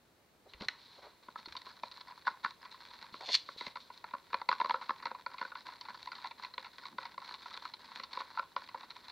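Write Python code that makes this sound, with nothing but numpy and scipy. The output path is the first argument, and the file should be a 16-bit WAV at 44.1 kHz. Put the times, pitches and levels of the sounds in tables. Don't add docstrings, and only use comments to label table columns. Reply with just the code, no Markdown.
import sys
import numpy as np
from scipy import signal
from scipy.fft import rfft, irfft, next_fast_len
from scipy.io import wavfile
from scipy.ndimage import uniform_filter1d

SR = 44100
rng = np.random.default_rng(int(sys.argv[2]) if len(sys.argv) > 2 else 0)


def inscribe(sig):
    pcm = np.round(np.clip(np.atleast_2d(sig).T, -1, 1) * 32767)
    wavfile.write(sys.argv[1], SR, pcm.astype(np.int16))


N = 401751
TIME = np.arange(N) / SR


def undb(db):
    return 10 ** (np.asarray(db) / 20)


def unit(x):
    return x / np.sqrt(np.mean(x ** 2) + 1e-20)


def decay(t, t60):
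    return np.exp(-np.log(1000) * t / t60)


def add(out, s, sound):
    i = max(int(s * SR), 0)
    out[i:i + len(sound)] += sound[:max(len(out) - i, 0)]


def colour(x, points):
    hz, db = np.transpose(points)
    size = next_fast_len(len(x))
    bin_hz = np.maximum(np.arange(size // 2 + 1) * SR / size, 1)
    gain = undb(np.interp(np.log(bin_hz), np.log(hz), db))
    return irfft(rfft(x, size) * gain, size)[:len(x)]


def band(x, low_hz, high_hz, order=2):
    return signal.sosfilt(signal.butter(order, [low_hz, high_hz], "band", fs=SR, output="sos"), x)


def walk(rate):
    hold = max(int(SR / rate), 1)
    steps = np.repeat(rng.standard_normal(N // hold + 1), hold)
    return unit(uniform_filter1d(steps, hold)[:N])


# frequency in Hz, gain in dB.
AIR_EQ = [(25, -18.5), (60, 1.5), (130, 1.5), (450, 1), (1000, -4.5), (2200, -11), (3100, -19),
          (4150, -9.5), (5200, -21), (7000, -29), (15000, -35)]
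# frequency in Hz, gain in dB.
HISS_EQ = [(25, -3.5), (100, 2), (300, 4.5), (1000, 1.5), (4000, -5), (8000, -10), (16000, -10.5)]


def room_tone(air_db=-70, hiss_db=-71.5, rise_db=3, rise_s=1.8):
    air = undb(air_db) * unit(colour(rng.standard_normal(N), AIR_EQ))
    hiss = np.array([unit(colour(rng.standard_normal(N), HISS_EQ)) for _ in range(2)])
    return air + hiss * undb(hiss_db + rise_db * np.clip(TIME / rise_s, 0, 1))


# pitch in Hz, t60 in seconds, relative level in dB.
MODES = [(241, 0.025, -7), (413, 0.023, -7), (535.4, 0.072, -6.5), (650, 0.032, -6), (1000, 0.03, -9),
         (976, 0.022, 7.5), (1082, 0.018, 3.5), (1340, 0.031, -2), (1472, 0.032, -2), (1749.2, 0.016, 3),
         (1950, 0.021, 7), (2125, 0.0056, 17.5), (2390, 0.017, 5.5), (2744, 0.009, 2.5), (3270, 0.0034, -4),
         (3510, 0.0094, -2), (3836, 0.0051, 6), (4173, 0.0094, 6), (4426, 0.0053, 7.5), (4690, .005, 1),
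         (5400, 0.0042, -9)]
# low edge in Hz, high edge in Hz.
RING_REGISTERS = [(190, 720), (880, 1750), (1750, 3000), (3000, 5400)]


def register_ring(register, weights):
    hz, t60, db = np.transpose(MODES)
    low, high = RING_REGISTERS[register]
    t = TIME[:SR // 12]
    modes = np.sin(2 * np.pi * hz[:, None] * t) * decay(t, t60[:, None])
    inside = (hz > low) & (hz <= high)
    return band((weights * undb(db) * inside) @ modes, low * .9, high * 1.02, order=3)


def immersion(flight_s=0.029, duck=0.67):
    s, wall_db = np.transpose(CHOPSTICK_KNOCKS)[:2]
    opens_group = (np.diff(s, prepend=0) > .06) & (wall_db > -42.2)
    flying = np.zeros(N)
    for start in s[opens_group]:
        add(flying, start - flight_s, np.ones(int(flight_s * SR)))
    return 1 - duck * uniform_filter1d(flying, SR // 200)


# time in seconds, base level in dB.
DRAG_BED = [(0.45, -82), (0.6, -73), (1.2, -82), (1.5, -68), (3.0, -72), (3.9, -74), (5.7, -71), (7.9, -69),
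            (8.5, -69.5), (9.1, -70)]
# start and length in seconds, low scrape and high rustle in dB.
HAND_SHIFTS = [(0.487, 0.022, -70, -60.5), (0.602, 0.056, -56, -51), (0.69, 0.077, -61, -63.5),
               (0.783, 0.095, -69, -58), (0.878, .13, -67, -59.5), (1.02, .045, -59.5, -58),
               (1.228, .015, -64.5, -60.5), (3.123, 0.065, -65, -55), (3.458, 0.085, -70, -55.5),
               (3.576, 0.022, -63, -44), (3.601, 0.089, -55.5, -51), (3.802, 0.023, -72, -53.5),
               (3.923, 0.067, -67, -59)]
# start and length in seconds, scrape and crackle in dB.
STIR_STROKES = [(1.352, 0.055, -58.5, -56.5), (1.481, .145, -59, -57), (1.66, 0.073, -60, -55.5),
                (1.828, 0.044, -63, -55.5), (1.917, .11, -62.5, -57.5), (2.072, 0.053, -57, -58.5),
                (2.25, 0.048, -50, -53), (2.429, 0.064, -54, -52.5), (2.616, 0.056, -53.5, -58),
                (2.705, 0.039, -56, -53.5), (2.799, 0.16, -57.5, -55), (2.998, 0.059, -56, -56.5),
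                (4.04, 0.14, -59.5, -63.5), (4.302, 0.11, -59.5, -60.5), (4.489, 0.057, -53.5, -54),
                (4.58, 0.2, -54.5, -55), (4.81, 0.11, -54.5, -53.5), (4.996, 0.12, -52.5, -60),
                (5.294, .06, -55.5, -61.5), (5.382, 0.12, -56.5, -57), (5.553, 0.082, -57.5, -56.5),
                (5.651, .12, -54.5, -56), (5.833, 0.088, -54, -56), (5.934, 0.13, -57, -53.5),
                (6.117, 0.15, -56.5, -55.5), (6.378, .11, -56.5, -55.5), (6.584, .085, -55, -57),
                (6.784, .1, -55.5, -54), (6.994, 0.086, -53.5, -54.5), (7.111, 0.032, -58, -60.5),
                (7.214, 0.14, -55.5, -53.5), (7.381, 0.15, -56.5, -53.5), (7.526, 0.16, -56.5, -53.5),
                (7.801, 0.14, -54, -54), (7.937, 0.12, -55, -54.5), (8.107, 0.15, -54.5, -54),
                (8.346, 0.085, -59, -57), (8.568, 0.11, -56.5, -56.5), (8.768, 0.083, -53.5, -56.5),
                (8.949, 0.16, -57, -56.5)]


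def stroke_envelopes(attack_s=0.012, release_s=0.014, settle_db=-4, settle_db_per_s=94):
    immersed = immersion()
    fade_in = np.clip((TIME - DRAG_BED[0][0]) / .04, 0, 1)
    drag = immersed * undb(np.interp(TIME, *np.transpose(DRAG_BED))) * fade_in
    scrape, crackle = drag * undb(4.5), drag * undb(7)
    for s, length, scrape_db, crackle_db in STIR_STROKES + HAND_SHIFTS:
        near = slice(int((s - .1) * SR), int((s + .7) * SR))
        since = TIME[near] - s
        attack = np.clip(since / attack_s + .5, 0, 1)
        release = np.clip((length - since) / release_s + .5, 0, 1)
        settle = immersed[near] * undb(settle_db - settle_db_per_s * np.maximum(since - length, 0))
        shape = attack * np.maximum(release, settle)
        scrape[near] = np.maximum(scrape[near], shape * undb(scrape_db))
        crackle[near] = np.maximum(crackle[near], shape * undb(crackle_db))
    return scrape, crackle


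def grains(per_s, spread_db):
    size_db = spread_db * np.minimum(rng.exponential(size=N), 4)
    return (rng.random(N) < per_s / SR) * rng.choice([-1, 1], N) * undb(size_db)


# time in seconds, goo amount from 0 to 1.
STICKINESS = [(1.2, 0.12), (1.35, 0.95), (3.05, 0.91), (3.15, 0.2), (3.95, 0.5), (4.05, 0.96)]
# frequency in Hz, gain in dB.
SLIME_EQ = [(300, -38), (900, -20.5), (2000, -4), (3000, -7), (4300, 5), (5300, -9), (6500, -18.5),
            (8500, -26.5), (15000, -32)]


def stirring(grains_per_s=540, spread_db=4.5, clump_db=3.5, smear=0.91, wet_db=-6, slosh_db=-20):
    scrape, crackle = stroke_envelopes()
    clumps = unit(undb(clump_db * walk(90)))
    sticky = np.clip(np.interp(TIME, *np.transpose(STICKINESS)), 0, 1)
    slips = unit(np.array([grains(grains_per_s / 8, spread_db) * clumps for _ in range(8)]))
    slips = sticky * slips + np.sqrt(1 - sticky ** 2) * rng.standard_normal(slips.shape)
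    depth = np.linspace(-1, 1, len(slips))[:, None]
    is_low = np.transpose(MODES)[0] < RING_REGISTERS[1][1]
    tilt_db = 4 * depth * np.where(is_low, 1, -1)
    weights = rng.choice([-1, 1], tilt_db.shape) * undb(tilt_db)
    body = np.zeros(N)
    for register, (drive, db) in enumerate([(scrape, -18), (scrape, -0.5), (scrape, -7), (crackle, -4)]):
        rings = signal.oaconvolve(slips, register_ring(register, weights), axes=1)
        body += drive * undb(db) * unit(rings.sum(axis=0)[:N])
    surface_slips = unit(slips[depth[:, 0] < 0].sum(axis=0))
    films = surface_slips + smear * clumps * rng.standard_normal(N)
    tearing = unit(colour(films, SLIME_EQ))
    slosh = unit(band(rng.standard_normal(N) * clumps, 192, 305))
    return body + crackle * undb(wet_db) * tearing + scrape * undb(slosh_db) * slosh


# start and length in seconds, pitch in Hz, level in dB.
FINGER_RUBS = [(0.454, 0.036, 600, -58.5), (0.618, 0.035, 900, -50.5), (0.976, 0.026, 730, -54),
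               (1.01, 0.082, 700, -54), (3.197, 0.066, 930, -49), (3.275, 0.036, 685, -43.5),
               (6.905, 0.072, 240, -60)]


def finger_rubs():
    out = np.zeros(N)
    for s, length, hz, db in FINGER_RUBS:
        friction = unit(band(rng.standard_normal(SR // 3), hz * 0.64, hz * 1.35))[:int(length * SR)]
        add(out, s, undb(db) * friction * np.sqrt(np.hanning(len(friction))))
    return out


# start in seconds, wall level in dB before trim, strongest wall
# pitch in Hz, then thud, brightness and second touch in dB relative to the wall.
CHOPSTICK_KNOCKS = [(0.536, -63, 1250, 1, 6, -20), (0.609, -52.5, 1380, -1, -3.5, 1.5),
                    (0.685, -37, 1800, -21, 1, -25), (1.284, -46.5, 940, -9.5, -20, -23),
                    (1.357, -41, 970, -20, -25, -23), (1.551, -44, 970, -20, -16, -14),
                    (1.664, -47.5, 960, -13.5, -14, -19), (1.834, -37, 980, -12, -13.5, -22),
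                    (2.107, -49.5, 1010, -30, -14, -8), (2.269, -31.5, 1180, -35, -19, -1.5),
                    (2.276, -28.5, 1260, -23, -19, -24), (2.446, -30, 1280, -25, -14.5, -5.5),
                    (3.141, -45.5, 1050, -9, -9.5, -12), (3.208, -49.5, 890, -7, -6, -10),
                    (3.289, -47.5, 1040, -7, 0.5, -8), (3.488, -42.5, 1150, -11.5, -11.5, -17),
                    (3.609, -43, 1040, -9, -3, -11), (3.666, -47, 950, -4.5, 1.5, -9),
                    (3.756, -42, 980, -18, -11, -3), (3.901, -46.5, 980, -15, -18, -27),
                    (4.041, -42.5, 1030, -19, -14, -24), (4.136, -36, 1070, -14.5, -23, -4.5),
                    (4.330, -36.5, 1080, -15.5, -12.5, 7.5), (4.415, -38.5, 1010, -18, -14, -28),
                    (4.489, -25, 1020, -16.5, -10, -32), (4.514, -31, 1160, -25, -15, 0),
                    (4.600, -30, 1010, -20.5, -17, 2), (4.645, -34.5, 1000, -11, -16, -3),
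                    (4.695, -31.5, 1030, -21, -14, 3), (4.741, -30.5, 1360, -11.5, -22, -12),
                    (4.812, -45.5, 1210, -32, -12, -3), (4.893, -31.5, 1080, -18.5, -19, -1),
                    (5.055, -35, 1230, -17, -8.5, -6), (5.113, -40.5, 1190, -9, -19, -24),
                    (5.148, -42.5, 970, -23, -18, -25), (5.262, -36, 1260, -17, -12.5, -33),
                    (5.341, -44, 1010, -25, -19, -21), (5.382, -48.5, 1120, -25, -2, -9),
                    (5.413, -35, 1180, -15.5, -14.5, -6), (5.449, -42, 1310, -14.5, -19, -24),
                    (5.517, -44, 980, -20, -18, -23), (5.553, -42, 1310, -35, -12, -14),
                    (5.686, -44.5, 990, -35, -13.5, -10), (5.885, -44.5, 980, -24, -10.5, -7),
                    (6.073, -40.5, 990, -25, -12, -10), (6.117, -44, 1210, -27, -7, -7),
                    (6.243, -40, 1000, -28, -12, -2), (6.310, -47.5, 1000, -18, -5.5, -20),
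                    (6.435, -45.5, 960, -25, -4.5, 2), (6.579, -40, 1080, -11.5, -5.5, -26),
                    (6.645, -50, 1030, -30, -3, -6), (6.854, -45.5, 1030, -24, -6, -19),
                    (6.983, -36, 1060, -15.5, -13, -26), (7.053, -43.5, 980, -28, -7.5, -9),
                    (7.178, -40, 960, -16, -14.5, -21), (7.217, -48.5, 1000, -30, -23, -5),
                    (7.458, -44.5, 970, -35, -14, -13), (7.653, -41.5, 1020, -26, -13, -17),
                    (7.998, -46.5, 1210, -10.5, -2.5, -12), (8.172, -36, 1040, -13.5, -17, -28),
                    (8.203, -39.5, 1050, -16.5, -14, -3.5), (8.373, -35, 1270, -43, -20, -2),
                    (8.393, -31.5, 1260, -18, -18.5, -35), (8.425, -48, 990, -18, -17, -17),
                    (8.563, -32, 1070, -15.5, -16, -16), (8.688, -50.5, 1000, -23, -4, -21),
                    (8.745, -38.5, 1060, -13.5, -20.5, -11)]


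def knock_hits(second_touch_s=0.012, clack_db=1.0, tick_db=0.75):
    return [(s + lag, db + touch_db, hz, thud_db, bright_db + clack_db, bright_db + tick_db)
            for s, db, hz, thud_db, bright_db, second_db in CHOPSTICK_KNOCKS
            for lag, touch_db in ((0, 0), (second_touch_s, second_db))]


def contact_force(hardness_db, chatter=0.16, hard_s=0.0013, soft_s=0.0058,
                  rebound=0.47, rebound_s=0.002196):
    t = TIME[:SR // 50]
    count = len(hardness_db)
    chatter_s = np.interp(hardness_db, [-47, -39], [soft_s, hard_s])
    slips = unit(rng.standard_normal((count, len(t))) ** 3)
    force = chatter * slips * np.exp(-t / chatter_s[:, None])
    force[:, 0] += 1
    lag = (rebound_s * SR * rng.uniform(.75, 1.25, count)).astype(int)
    force[np.arange(count), lag] += rebound
    return force


# time in seconds, mode gain in dB.
FLOOR_LIFT = [(3.3, -5), (3.9, 3.5)]


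def struck_bowl(hits, focus_hz=330, off_pitch=0.35, detune=0.016, trim_db=(1, 1.5, 1, 1)):
    s, wall_db, pitch_hz, thud_db, clack_db, tick_db = np.transpose(hits)
    hz = np.transpose(MODES)[0]
    weights = (-1) ** np.arange(len(hz)) * undb(2.5 * rng.standard_normal((len(s), len(hz))))
    weights[:, 2] *= undb(np.interp(s, *np.transpose(FLOOR_LIFT)))
    wall_focus = off_pitch + np.exp(-((hz - pitch_hz[:, None]) / focus_hz) ** 2)
    force = contact_force(wall_db + np.maximum(0, np.maximum(thud_db + 16, clack_db + 8)))
    speeds = 1 + detune * rng.standard_normal(len(s))
    out = np.zeros(N)
    for register, relative_db in enumerate([thud_db, 0, clack_db, tick_db]):
        focus = wall_focus if register == 1 else 1
        rings = signal.fftconvolve(register_ring(register, weights * focus), force, axes=1)
        strength = np.sqrt(np.sum(rings ** 2, axis=1) / (.008 * SR))
        gains = undb(wall_db + relative_db + trim_db[register]) / strength
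        n = np.arange(rings.shape[1])
        for start, gain, ring, speed in zip(s, gains, rings, speeds):
            add(out, start, gain * np.interp(n * speed, n, ring))
    return out


# time in seconds, crack gain in dB.
TIP_DRYNESS = [(.7, 5), (1.2, -8.5)]
# frequency in Hz, gain in dB.
CRACK_EQ = [(400, -30), (1000, 1), (1700, 6), (2300, -5), (2950, 8.5), (3800, 4), (4800, 3.5),
            (6500, -13.5), (8000, -27), (15000, -41)]


def chopstick_cracks(hits, decay_s=0.00087):
    out, t = np.zeros(N), TIME[:SR // 160]
    for s, wall_db, _, _, clack_db, _ in hits:
        snap = unit(rng.standard_normal(len(t)) * np.exp(-t / decay_s))
        dry_db = np.interp(s, *np.transpose(TIP_DRYNESS))
        add(out, s, undb(wall_db + clack_db + dry_db) * snap)
    return colour(out, CRACK_EQ)


# start in seconds, pitch in Hz, t60 in seconds, level in dB.
SOFT_BUMPS = [(0.546, 56.4, 0.18, -55), (0.61, 208, 0.047, -39), (.612, 86, .06, -60),
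              (0.621, 267, 0.029, -40), (.66, 131, 0.074, -53), (1.476, 340, 0.022, -45),
              (1.50, 75.4, 0.32, -63), (3.126, 188, .04, -51), (3.563, 484, 0.017, -46),
              (3.673, 191, 0.052, -47)]


def bumps():
    out, t = np.zeros(N), TIME[:SR // 3]
    for s, hz, t60, db in SOFT_BUMPS:
        add(out, s, undb(db) * np.sin(2 * np.pi * hz * t) * decay(t, t60))
    return out


def graze_hits(over_db=4, spread_db=2, pitch_hz=1080, scatter=0.1, thud_db=-25, clack_db=-11, tick_db=-7):
    chance = rng.uniform(-1, 1, (len(STIR_STROKES), 3))
    return [(s + length * (1 + when) / 2, db + over_db + spread_db * size,
             pitch_hz * (1 + scatter * place), thud_db, clack_db, tick_db)
            for (s, length, db, _), (when, size, place) in zip(STIR_STROKES, chance)]


def bubbles(count=5, pitch_hz=4200, octaves=0.28, t60=0.01, glide_per_s=4, over_db=8, spread_db=4):
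    out, t = np.zeros(N), TIME[:SR // 30]
    envelope = decay(t, t60) * (1 - np.exp(-t / 0.00062))
    for s, length, _, crackle_db in STIR_STROKES:
        for when, tuning, loudness in rng.uniform(-1, 1, (count, 3)):
            hz = pitch_hz * 2 ** (octaves * tuning)
            chirp = np.sin(2 * np.pi * hz * t * (1 + glide_per_s * t / 2))
            gain = undb(crackle_db + over_db + spread_db * loudness)
            add(out, s + length * (1 + when) / 2, gain * envelope * chirp)
    return out


# start in seconds, tick level in dB before trim.
FILM_SNAPS = [(1.457, -46), (1.566, -41.5), (1.914, -49.5), (2.009, -49.5), (5.811, -45), (6.151, -48.5),
              (6.538, -47.5), (7.341, -49), (7.540, -46), (7.737, -43.5), (8.035, -44.5), (8.131, -45.5),
              (8.904, -46), (9.098, -50)]


def film_snap_hits(pitch_hz=1080, tick_db=7, thud_db=-17, clack_db=-5):
    return [(s, db - tick_db, pitch_hz, thud_db, clack_db, tick_db) for s, db in FILM_SNAPS]


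def swell(peak_s, db, rise_db_per_s, fall_db_per_s):
    drop_db = np.maximum(rise_db_per_s * (peak_s - TIME), fall_db_per_s * (TIME - peak_s))
    return undb(db - np.minimum(drop_db, 120))


# frequency in Hz, gain in dB.
SWISH_EQ = [(410, -79), (700, -40), (1070, -21.5), (1250, -32), (1740, -21), (2220, -17.5), (3100, -15.5),
            (3520, -6), (3950, -12), (4270, -0.5), (4790, -14), (5960, -27), (15000, -55.5)]


def hand_swish(start_s=3.21, grip_s=3.351, grit_db=3.5, squeak_db=-24):
    slide = swell(grip_s, db=-33, rise_db_per_s=150, fall_db_per_s=621) * (TIME > start_s)
    grip = swell(grip_s, db=-21, rise_db_per_s=1100, fall_db_per_s=1599)
    slips = rng.standard_normal(N) * undb(grit_db * walk(600))
    skin = unit(colour(slips, SWISH_EQ))
    squeak = undb(squeak_db) * unit(band(slips, 5100, 7000))
    return (skin + squeak) * (slide + grip)


# frequency in Hz, gain in dB.
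REVERB_EQ = [(100, -8), (500, 5.5), (1000, -2), (2000, -2), (3000, 2.5), (4300, -1), (7000, -1),
             (15000, 2.5)]


def room_reverb(x, t60=0.26, send_db=-15, gap_s=0.003):
    t = TIME[:SR // 2]
    tail = rng.standard_normal(len(t)) * decay(t, t60) * np.clip(t / gap_s - 1, 0, 1)
    tail = colour(tail / np.sqrt(np.sum(tail ** 2)), REVERB_EQ)
    return undb(send_db) * signal.oaconvolve(x, tail)[:N]


def scene():
    hits = knock_hits() + film_snap_hits() + graze_hits()
    bowl = struck_bowl(hits) + chopstick_cracks(hits) + stirring() + bubbles()
    bowl += finger_rubs() + bumps() + hand_swish()
    return bowl + room_reverb(bowl) + room_tone()


def record(dry, top_hz=15750):
    return signal.sosfilt(signal.ellip(10, .2, 70, top_hz, fs=SR, output="sos"), dry)


dry = scene()
out = record(dry)
inscribe(out)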